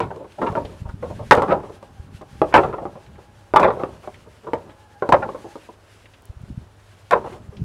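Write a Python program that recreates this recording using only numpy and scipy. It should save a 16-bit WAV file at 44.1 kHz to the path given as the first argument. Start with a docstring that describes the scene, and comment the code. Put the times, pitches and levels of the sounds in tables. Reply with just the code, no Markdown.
"""Sawn boards drop on a loose pile in a snowy yard: each lands, slaps and bounces, and the pile rattles on.
Boards are bursts of random contacts ringing decaying wood modes, with splintery noise for the bright edge.
Dry clicks are noise puffs; a jacket rustle and sifting snow are shaped hiss.
Wind is lumpy low noise with short thumps on the microphone; over the open field hang air hiss, an unsteady
hum and a faint far whine. The loudest slaps clip the recorder."""
import sys
import numpy as np
from scipy import signal
from scipy.fft import rfft, irfft, next_fast_len
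from scipy.io import wavfile
from scipy.ndimage import uniform_filter1d, map_coordinates

SR = 44100
rng = np.random.default_rng(int(sys.argv[2]) if len(sys.argv) > 2 else 0)


def to_wav(s):
    """Save 16-bit WAV."""
    ch = np.atleast_2d(s).T  # columns
    pcm = np.round(np.clip(ch, -1, 1) * 32767)  # PCM
    wavfile.write(sys.argv[1], SR, pcm.astype(np.int16))


N = 336924

# Board contacts: start_s, level_db, high_ring_db (upper modes against middle ones),
# crack_db (against the knock), chatter_t60_s (held to 0.01-0.3 s), rise_ms
BOARD_KNOCKS = [(.003, -11.5, -5, -23, 0.11, 1.66), (0.017, -24, 13.5, -22, 0.2, 2.7),
                (.105, -23.5, -10, -32, .1, 3.7), (.16, -26.5, -24, -16, 0.08, 4.5),
                (.2, -27.5, -24, -37, 0.074, 5.6), (.244, -31, -15, -30.5, 0.045, 3),
                (.38, -22.5, -17, -22.5, .24, 6.4), (.416, -11.5, -7, -28, 0.21, 3.2),
                (.463, -14.5, 5.5, -45, .08, 8), (.518, -23.5, -19, -20, .06, 3.7),
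                (.553, -16, -5, -26.5, 0.092, 1.9), (.565, -11, -11, -45, 0.14, 4.3),
                (.649, -29, -31, -14, .1, 2.2), (.689, -36, -24, -37, .06, 5),
                (.854, -33.5, -1, -28, .055, 3.9), (.89, -33.5, 8, -10, .055, 3.4),
                (1.024, -18.5, -9, -37, 0.086, 8.6), (1.097, -24, -15.5, -29.5, .06, 10),
                (1.19, -25.5, -4, -23, .11, 11), (1.31, 3, 15, -19, 0.11, 1.9),
                (1.32, 2.5, -0.5, -27.5, 0.025, 2.05), (1.33, -7, -10, -16, .18, 2.2),
                (1.375, -5.5, -3, -41, .08, 3.1), (1.42, -9.5, 3, -23.5, 0.13, 2),
                (1.478, -12, -15, -35, 0.26, 6.3), (1.507, -13.5, -0.5, -42, .06, 3.4),
                (1.518, -6, -10, -39.5, 0.089, 5.1), (1.632, -27.5, -6, -20, .1, 5),
                (1.696, -28.5, -18, -25, .064, 2.2), (1.827, -32, -18, -14, 0.071, 1.8),
                (2.212, -29, -8, -17, .07, 3), (2.417, -4, -9.5, -43.5, 0.13, 1.4),
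                (2.541, 2, 12, -22, 0.16, 2.1), (2.557, -1, 5, -22.5, .11, 2.3),
                (2.577, -2, -5, -34.5, .08, 2.46), (2.627, -13, 0, -48.5, 0.12, 6.1),
                (2.728, -18.5, 2.5, -45.5, .1, 2.9), (2.78, -23, -4, -40.5, 0.058, 5),
                (2.814, -22.5, -24, -31, 0.093, 3.5), (2.854, -19, -24, -31, .1, 1.8),
                (2.956, -29.5, -20, -47, 0.14, 2), (3.18, -35, -13, -30, .09, 8),
                (3.538, -6.5, -7, -32.5, .15, 1.1), (3.56, 1.5, 11.5, -23, .1, 2.4),
                (3.597, -8, -8, -19, 0.18, 1.6), (3.614, -9.5, -3, -30.5, .065, 3),
                (3.628, -3.5, 11, -29, .09, 6), (3.654, -9, -8, -57, .08, 2.2),
                (3.672, -9, -7, -34, 0.1, 5.1), (3.704, -16, 4.5, -43, 0.035, 2.6),
                (3.76, -22.5, -16, -37.5, 0.34, 5), (3.788, -20.5, -5, -31.5, 0.34, 6.1),
                (3.836, -14, -5.5, -51, 0.052, 1.95), (4.031, -35.5, 0, -18, .11, 4.5),
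                (4.075, -23, -8, -32, .04, 2.1), (4.263, -36.5, -24, -29, 0.07, 3.6),
                (4.434, -35, -12, -17.5, 0.34, 4), (4.469, -21.5, -13.5, -33, 0.13, 3),
                (4.534, -11, -3.5, -27.5, 0.15, 1), (5.023, -11.5, -8, -42, 0.19, 0.92),
                (5.091, -9.5, -20, -22, 0.1, 1), (5.123, 1, -7.5, -27.5, .1, 2.16),
                (5.138, -7, 8, -38, 0.06, 3.8), (5.223, -15.5, -4.5, -41.5, 0.064, 4.5),
                (5.245, -30, -11, -43, 0.054, 3), (5.29, -20, -4, -37.5, 0.053, 1.7),
                (5.347, -22.5, -15, -41, 0.039, 2.9), (5.444, -27, -24, -30, 0.068, 4.8),
                (5.556, -26.5, -10, -21.5, .055, 2.4), (5.689, -31, -13, -39, .053, 2.14),
                (7.109, -11, 7.5, -16.5, 0.07, 3.6), (7.12, -2.5, 2, -29, 0.09, 4.5),
                (7.15, -11, -10.5, -37.5, 0.1, 4.2), (7.243, -24.5, -10, -33, .11, 5),
                (7.262, -30.5, 4, -20, .08, 4), (7.322, -30, -2, -15, 0.13, 6.6),
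                (7.52, -38, -14.5, -32, 0.049, 6)]
# Splinter noise colour: freq_hz, density_db (relative, per Hz)
CRACK_COLOUR = [(1180, -21.5), (2000, 4), (4900, -2.5), (6740, -8), (8220, -7.5), (11700, -16),
                (15700, -28)]
BODY_DB, BODY_PER_DB = -3, -0.2252  # low modes of a 0 dB knock; softer knocks sound deeper
FIRST_BLOW, SHARP_MS = 9, 1.385  # knocks that rise more slowly than SHARP_MS get a weaker first blow
DULL_HZ, DULL_S = 1200, 0.065  # later contacts are softer and lose the treble
SNAP_T60_S, GRIT_SHARE, GRIT_LUMP_DB = 0.013, .3, 4


def knocks():
    """A board does not land at once: a first blow, then a chatter of contacts along its length."""
    out = np.zeros(N)
    t = np.arange(SR // 4) / SR
    splinter = unit(hiss(CRACK_COLOUR) * amp(GRIT_LUMP_DB * wobble(250)))
    for s, db, high_db, crack_db, t60, rise_ms in BOARD_KNOCKS:
        fade = amp(-60 * t / np.clip(t60, .01, .3))
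        # about 2500 random contacts a second, with a weaker 0.2 s tail under the main fade
        chatter = rng.standard_normal(len(t)) * (rng.random(len(t)) < 2500 / SR)
        contacts = chatter * (fade + .3 * amp(-60 * t / .2))
        contacts *= 1 - np.exp(-1000 * t / max(rise_ms, .3))
        soft = signal.lfilter(*signal.butter(2, DULL_HZ, fs=SR), contacts)
        contacts = soft + (contacts - soft) * np.exp(-t / DULL_S)
        contacts[0] = FIRST_BLOW * min(1, SHARP_MS / max(rise_ms, .3)) ** 2
        sound = signal.fftconvolve(contacts, ring(BODY_DB + BODY_PER_DB * db, high_db))
        opening_rms = np.sqrt(np.mean(sound[:SR // 40] ** 2))
        add(out, s, amp(db) * 0.41 * sound / opening_rms)
        # splinters and grit give the bright edge
        snap = amp(-60 * t / SNAP_T60_S) + GRIT_SHARE * fade
        snap *= 1 - np.exp(-1000 * t / max(rise_ms / 2, .5))
        grit = splinter[rng.integers(N - SR):][:len(t)]
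        add(out, s, amp(db + crack_db) * snap * grit)
    # narrow boards radiate little deep bass
    return filtered(out, lambda hz: (1j * hz / (70 + 1j * hz)) ** 2)


# Wood modes: pitch_hz (before a random detune), level_db (relative, before tilt and random spread),
# t60_s (capped shorter, most of all for high modes)
WOOD_MODES = [(99, -15.5, .15), (151, -14, 0.14), (203, -13.5, .1), (281.8, -14, 0.13), (378.6, -5, 0.15),
              (439.7, -5, 0.13), (499, -7.5, 0.062), (546, 2.5, 0.039), (579.2, -3.5, 0.079),
              (682, -10, 0.11), (755.3, -4.5, 0.069), (811.7, -5.5, 0.098), (897, 1.5, 0.071),
              (967.4, -5, 0.042), (1058, 1.5, 0.027), (1252, -1, 0.074), (1394, -5.5, .07),
              (1503, -12, 0.04), (1700, -9.5, 0.048), (1761, -18.5, .06), (1903, -14, 0.081),
              (2051, -13.5, 0.057), (2246, -19, 0.055), (2490, -14, 0.12), (2976, -21, 0.029),
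              (3220, -23, 0.034), (3417, -19.5, 0.035), (4083, -34.5, 0.024)]


def ring(low_db, high_db):
    """The wood's answer to one tap: several boards sound at once, each cut and struck a little differently."""
    hz, db, t60 = np.repeat(np.transpose(WOOD_MODES), 4, axis=1)[:, :, None]
    t = np.arange(SR // 10) / SR
    draw = rng.standard_normal((len(hz), 3))
    detune, spread, side = draw[:, :1], draw[:, 1:2], draw[:, 2:]
    tilt_db = np.interp(np.log(hz), np.log([330, 650, 1600]), [low_db, 0, high_db])
    tone = np.sin(2 * np.pi * hz * (1 + .07 * detune) * t) * np.sign(side + .4)
    level_db = db + tilt_db + 3 * spread
    # high modes of wood die first
    longest = np.clip(45 / hz, .008, .06)
    modes = amp(level_db - 60 * t / np.minimum(t60, longest)) * tone
    return np.sum(modes, axis=0) * (1 - np.exp(-t / .0003))


# After a 0 dB knock, before the settling curve; at rest; deep sway after a 0 dB knock
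RATTLE_DB, RATTLE_REST_DB, SWAY_DB = -22, -59.5, -28.5


def rattle():
    """Many tiny random contacts inside the pile keep the wood murmuring; the whole pile sways deeply under it."""
    out = np.zeros(N)
    moving = settling()
    for _ in range(6):
        taps = (rng.random(N) < 150 / SR) * rng.standard_normal(N) * amp(1 * wobble(25))
        out += signal.fftconvolve(taps, ring(low_db=9.5, high_db=-5.5))[:N]
    murmur = np.hypot(amp(RATTLE_DB) * moving, amp(RATTLE_REST_DB)) * unit(out)
    return murmur + amp(SWAY_DB) * moving * hiss(BUFFET_COLOUR)


SETTLE_RISE_S, SETTLE_T60_S = 0.056, 0.61


def settling():
    """How much the pile still moves: every knock adds energy that swells and dies away."""
    energy = np.zeros(N)
    t = np.arange(SR) / SR
    shape = (1 - np.exp(-t / SETTLE_RISE_S)) * amp(-60 * t / SETTLE_T60_S)
    for s, db, *_ in BOARD_KNOCKS:
        add(energy, s, (amp(db) * shape) ** 2)
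    return np.sqrt(energy)


# Small dry clicks and scuffs: start_s, level_db, centre_hz, t60_s
DRY_TICKS = [(0.321, -46.5, 3000, 0.023), (.652, -40.5, 2600, 0.065), (2.526, -29, 1318, 0.18),
             (3.063, -51.5, 2460, .09), (3.155, -50, 1570, 0.064), (4.143, -44.5, 2055, .08),
             (4.696, -49, 1930, 0.13), (6.057, -44.5, 1940, 0.058), (6.137, -49.5, 2530, 0.088),
             (6.222, -51, 9980, .009), (6.255, -44, 10100, 0.0077), (6.417, -54.5, 9000, 0.0092),
             (7.568, -47, 2890, 0.084)]


def ticks():
    """Short decaying puffs of noise around a centre frequency."""
    out = np.zeros(N)
    t = np.arange(SR // 10) / SR
    for s, db, centre_hz, t60 in DRY_TICKS:
        band = lambda hz: np.exp(-(np.log((hz + 1) / centre_hz) / 0.58) ** 2)
        puff = unit(filtered(rng.standard_normal(len(t)), band))
        add(out, s, amp(db - 60 * t / np.clip(t60, .003, .2)) * puff)
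    return out


# The worker's moves: start_s, end_s, level_db
JACKET_MOVES = [(0.263, 0.86, -57), (1.002, 1.355, -54.5), (1.594, 1.81, -57.5), (2.096, 2.243, -56.5),
                (2.262, 2.557, -56), (3.756, 4.29, -58.5), (4.31, 4.8, -72), (5.266, 5.715, -56.5),
                (5.86, 6.02, -57.5), (6.06, 6.3, -77), (6.75, 7.18, -61.5), (7.206, 7.422, -56)]
# Cloth and snow hiss colour: freq_hz, density_db (relative, per Hz)
CLOTH_COLOUR = [(880, -24.5), (1500, 1), (2200, -3.5), (2870, -3), (4170, -8), (10500, -15.5),
                (15700, -31.5)]
# Hiss at rest; snow sifting after a 0 dB knock, before the settling curve
MOVE_FADE_S, STILL_DB, SIFT_DB = 0.058, -61.5, -49


def rustle():
    """Cloth hisses with each move; snow sifts while the pile settles."""
    power = amp(STILL_DB) ** 2 + (amp(SIFT_DB) * settling()) ** 2
    for start, end, db in JACKET_MOVES:
        power += (amp(db) * swell(start, end, MOVE_FADE_S)) ** 2
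    return np.sqrt(power) * amp(1.5 * wobble(30)) * hiss(CLOTH_COLOUR, patchy_db=1)


# Wind strength: time_s, buffet_db
WIND_LEVEL = [(0, -27), (.35, -58.5), (.6, -37.5), (1.15, -35.5), (1.7, -54.5), (2.15, -42.5), (2.4, -43.5),
              (3.1, -47.5), (3.45, -53.5), (4.5, -51), (4.8, -57), (6.1, -65), (6.47, -45.5), (6.64, -51),
              (6.85, -64), (7.64, -33)]
# Buffeting colour, also used for the pile's sway: freq_hz, density_db (relative, per Hz)
BUFFET_COLOUR = [(8.8, -37), (15, -14.5), (59, -2.5), (103, -2.5), (210, -8), (326, -20.5), (400, -17.5),
                 (520, -48.5), (880, -120)]
# Single wind thumps: time_s, level_db, pitch_hz
WIND_THUMPS = [(.499, -17, 131), (0.519, -19.5, 114), (0.648, -24, 72), (0.817, -19, 90), (0.856, -20, 75),
               (0.891, -21, 56), (0.939, -20, 108), (1.998, -23.5, 71.4), (2.146, -26, 99),
               (2.327, -31, 88.6), (6.298, -22.5, 69.5), (6.368, -27.5, 64.4), (6.41, -28, 100),
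               (6.434, -24.5, 110), (6.501, -22.5, 165.3), (6.506, -24, 73), (6.523, -26, 96),
               (6.543, -32, 130), (6.575, -16.5, 115), (7.489, -24.5, 86.2), (7.616, -13, 112)]
THUMP_CYCLES = 0.38  # from the thump's centre to 1/e


def wind():
    """Lumpy buffeting on the microphone port, with short pressure thumps on top."""
    lumps = amp(4.5 * wobble(18))
    out = amp(curves(WIND_LEVEL)[0]) * unit(lumps * hiss(BUFFET_COLOUR))
    for s, db, hz in WIND_THUMPS:
        cycles = np.arange(round(3 * SR / hz)) / SR * hz - 1.5
        thump = np.sin(2 * np.pi * cycles - .3) * np.exp(-(cycles / THUMP_CYCLES) ** 2)
        # the thump's centre falls 4 ms after its listed time
        add(out, s + .004 - 1.5 / hz, amp(db) * thump)
    return out


# Hum strength: time_s, level_db
HUM_LEVEL = [(0, -56.5), (3, -54), (5, -57.5), (6, -56.5), (7.64, -54)]


def hum():
    """A low tone around 100 Hz, unsteady in pitch and strength."""
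    phase, size = wavering(np.full(N, 100.), spread=0.035, rate=110)
    return amp(curves(HUM_LEVEL)[0]) * size * np.sin(phase)


# The whine comes and goes: start_s, end_s, pitch_hz (mean), level_db
FAR_WHINE = [(1.597, 2.41, 807, -59), (2.397, 3.513, 830, -61), (4.66, 5.6, 834, -56)]
WHINE_FADE_S = 0.033


def whine():
    """A far unsteady tone with one overtone, fading in and out."""
    out = np.zeros(N)
    for start, end, hz, db in FAR_WHINE:
        phase, size = wavering(np.full(N, hz), spread=.022, rate=70)
        tone = np.sin(phase) + amp(-10) * np.sin(2 * phase)
        out += amp(db) * swell(start, end, WHINE_FADE_S) * size * tone
    return out


# Field air colour: freq_hz, density_db (relative, per Hz)
AIR_COLOUR = [(15, -43.5), (25, -2), (102, 3.5), (123, -9), (152, -14.5), (585, -10), (877, -11.5),
              (1420, -14.5), (2190, -38.5), (3370, -36), (4070, -38), (10500, -40), (15700, -45)]
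AIR_DB = -54.5


def field_air():
    """Steady, slightly patchy noise of the open field, weighted to the bass."""
    return amp(AIR_DB) * hiss(AIR_COLOUR, patchy_db=.7)


def wavering(hz, spread, rate):
    """Phase and size of a tone whose pitch and strength are unsteady."""
    phase = 2 * np.pi * np.cumsum(hz * (1 + spread * wobble(rate))) / SR
    return phase, np.sqrt(2) * unit(amp(3.5 * wobble(rate / 2)))


def hiss(spectrum, patchy_db=0):
    """Coloured noise of rms 1 with patches of random gain across time and frequency."""
    f, db = np.transpose(spectrum)
    z = signal.stft(rng.standard_normal(N), nperseg=512)[2]
    patches = uniform_filter1d(rng.standard_normal(z.shape), size=6, axis=0)
    patches = uniform_filter1d(patches, size=10, axis=1)
    x = signal.istft(z * amp(patchy_db * unit(patches)), nperseg=512)[1][:N]
    return unit(filtered(x, lambda hz: amp(np.interp(np.log(hz + 1), np.log(f + 1), db))))


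def swell(start, end, fade_s):
    """Fades in, holds, fades out."""
    t = np.arange(N) / SR
    return np.clip(np.minimum(t - start, end - t) / fade_s, 0, 1)


def wobble(rate):
    """A smooth random curve, rate knots a second."""
    knots = rng.standard_normal(int(N * rate / SR) + 4)
    return map_coordinates(knots, [np.arange(N) * rate / SR])


def curves(rows):
    """One value per sample for each column after the time."""
    s, *cols = np.transpose(rows)
    return [np.interp(np.arange(N) / SR, s, c) for c in cols]


def filtered(x, response):
    """x times a response of frequency."""
    m = next_fast_len(len(x) + 8192)
    return irfft(rfft(x, m) * response(np.fft.rfftfreq(m, 1 / SR)), m)[:len(x)]


def add(track, s, sound):
    """Mixes a sound in at time s."""
    start = max(round(s * SR), 0)
    track[start:start + len(sound)] += sound[:len(track) - start]


def amp(db):
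    """dB to gain."""
    return 10 ** (np.asarray(db) / 20)


def unit(x):
    """Scaled to rms 1."""
    return x / np.sqrt(np.mean(x ** 2) + 1e-20)


def scene():
    """All sources, one microphone."""
    pile = knocks() + rattle() + ticks()
    background = rustle() + wind() + field_air() + hum() + whine()
    return (pile + background)[None]


TOP_HZ = 15830


def record(dry):
    """The microphone loses deep bass, the input stage clips near full scale, nothing is kept above the band limit."""
    heard = filtered(dry[0], lambda hz: 1j * hz / (40 + 1j * hz))
    clipped = heard / (1 + np.abs(heard / 1.02) ** 5) ** (1 / 5)
    return filtered(clipped, lambda hz: hz < TOP_HZ)[None]


dry = scene()
out = record(dry)
to_wav(out)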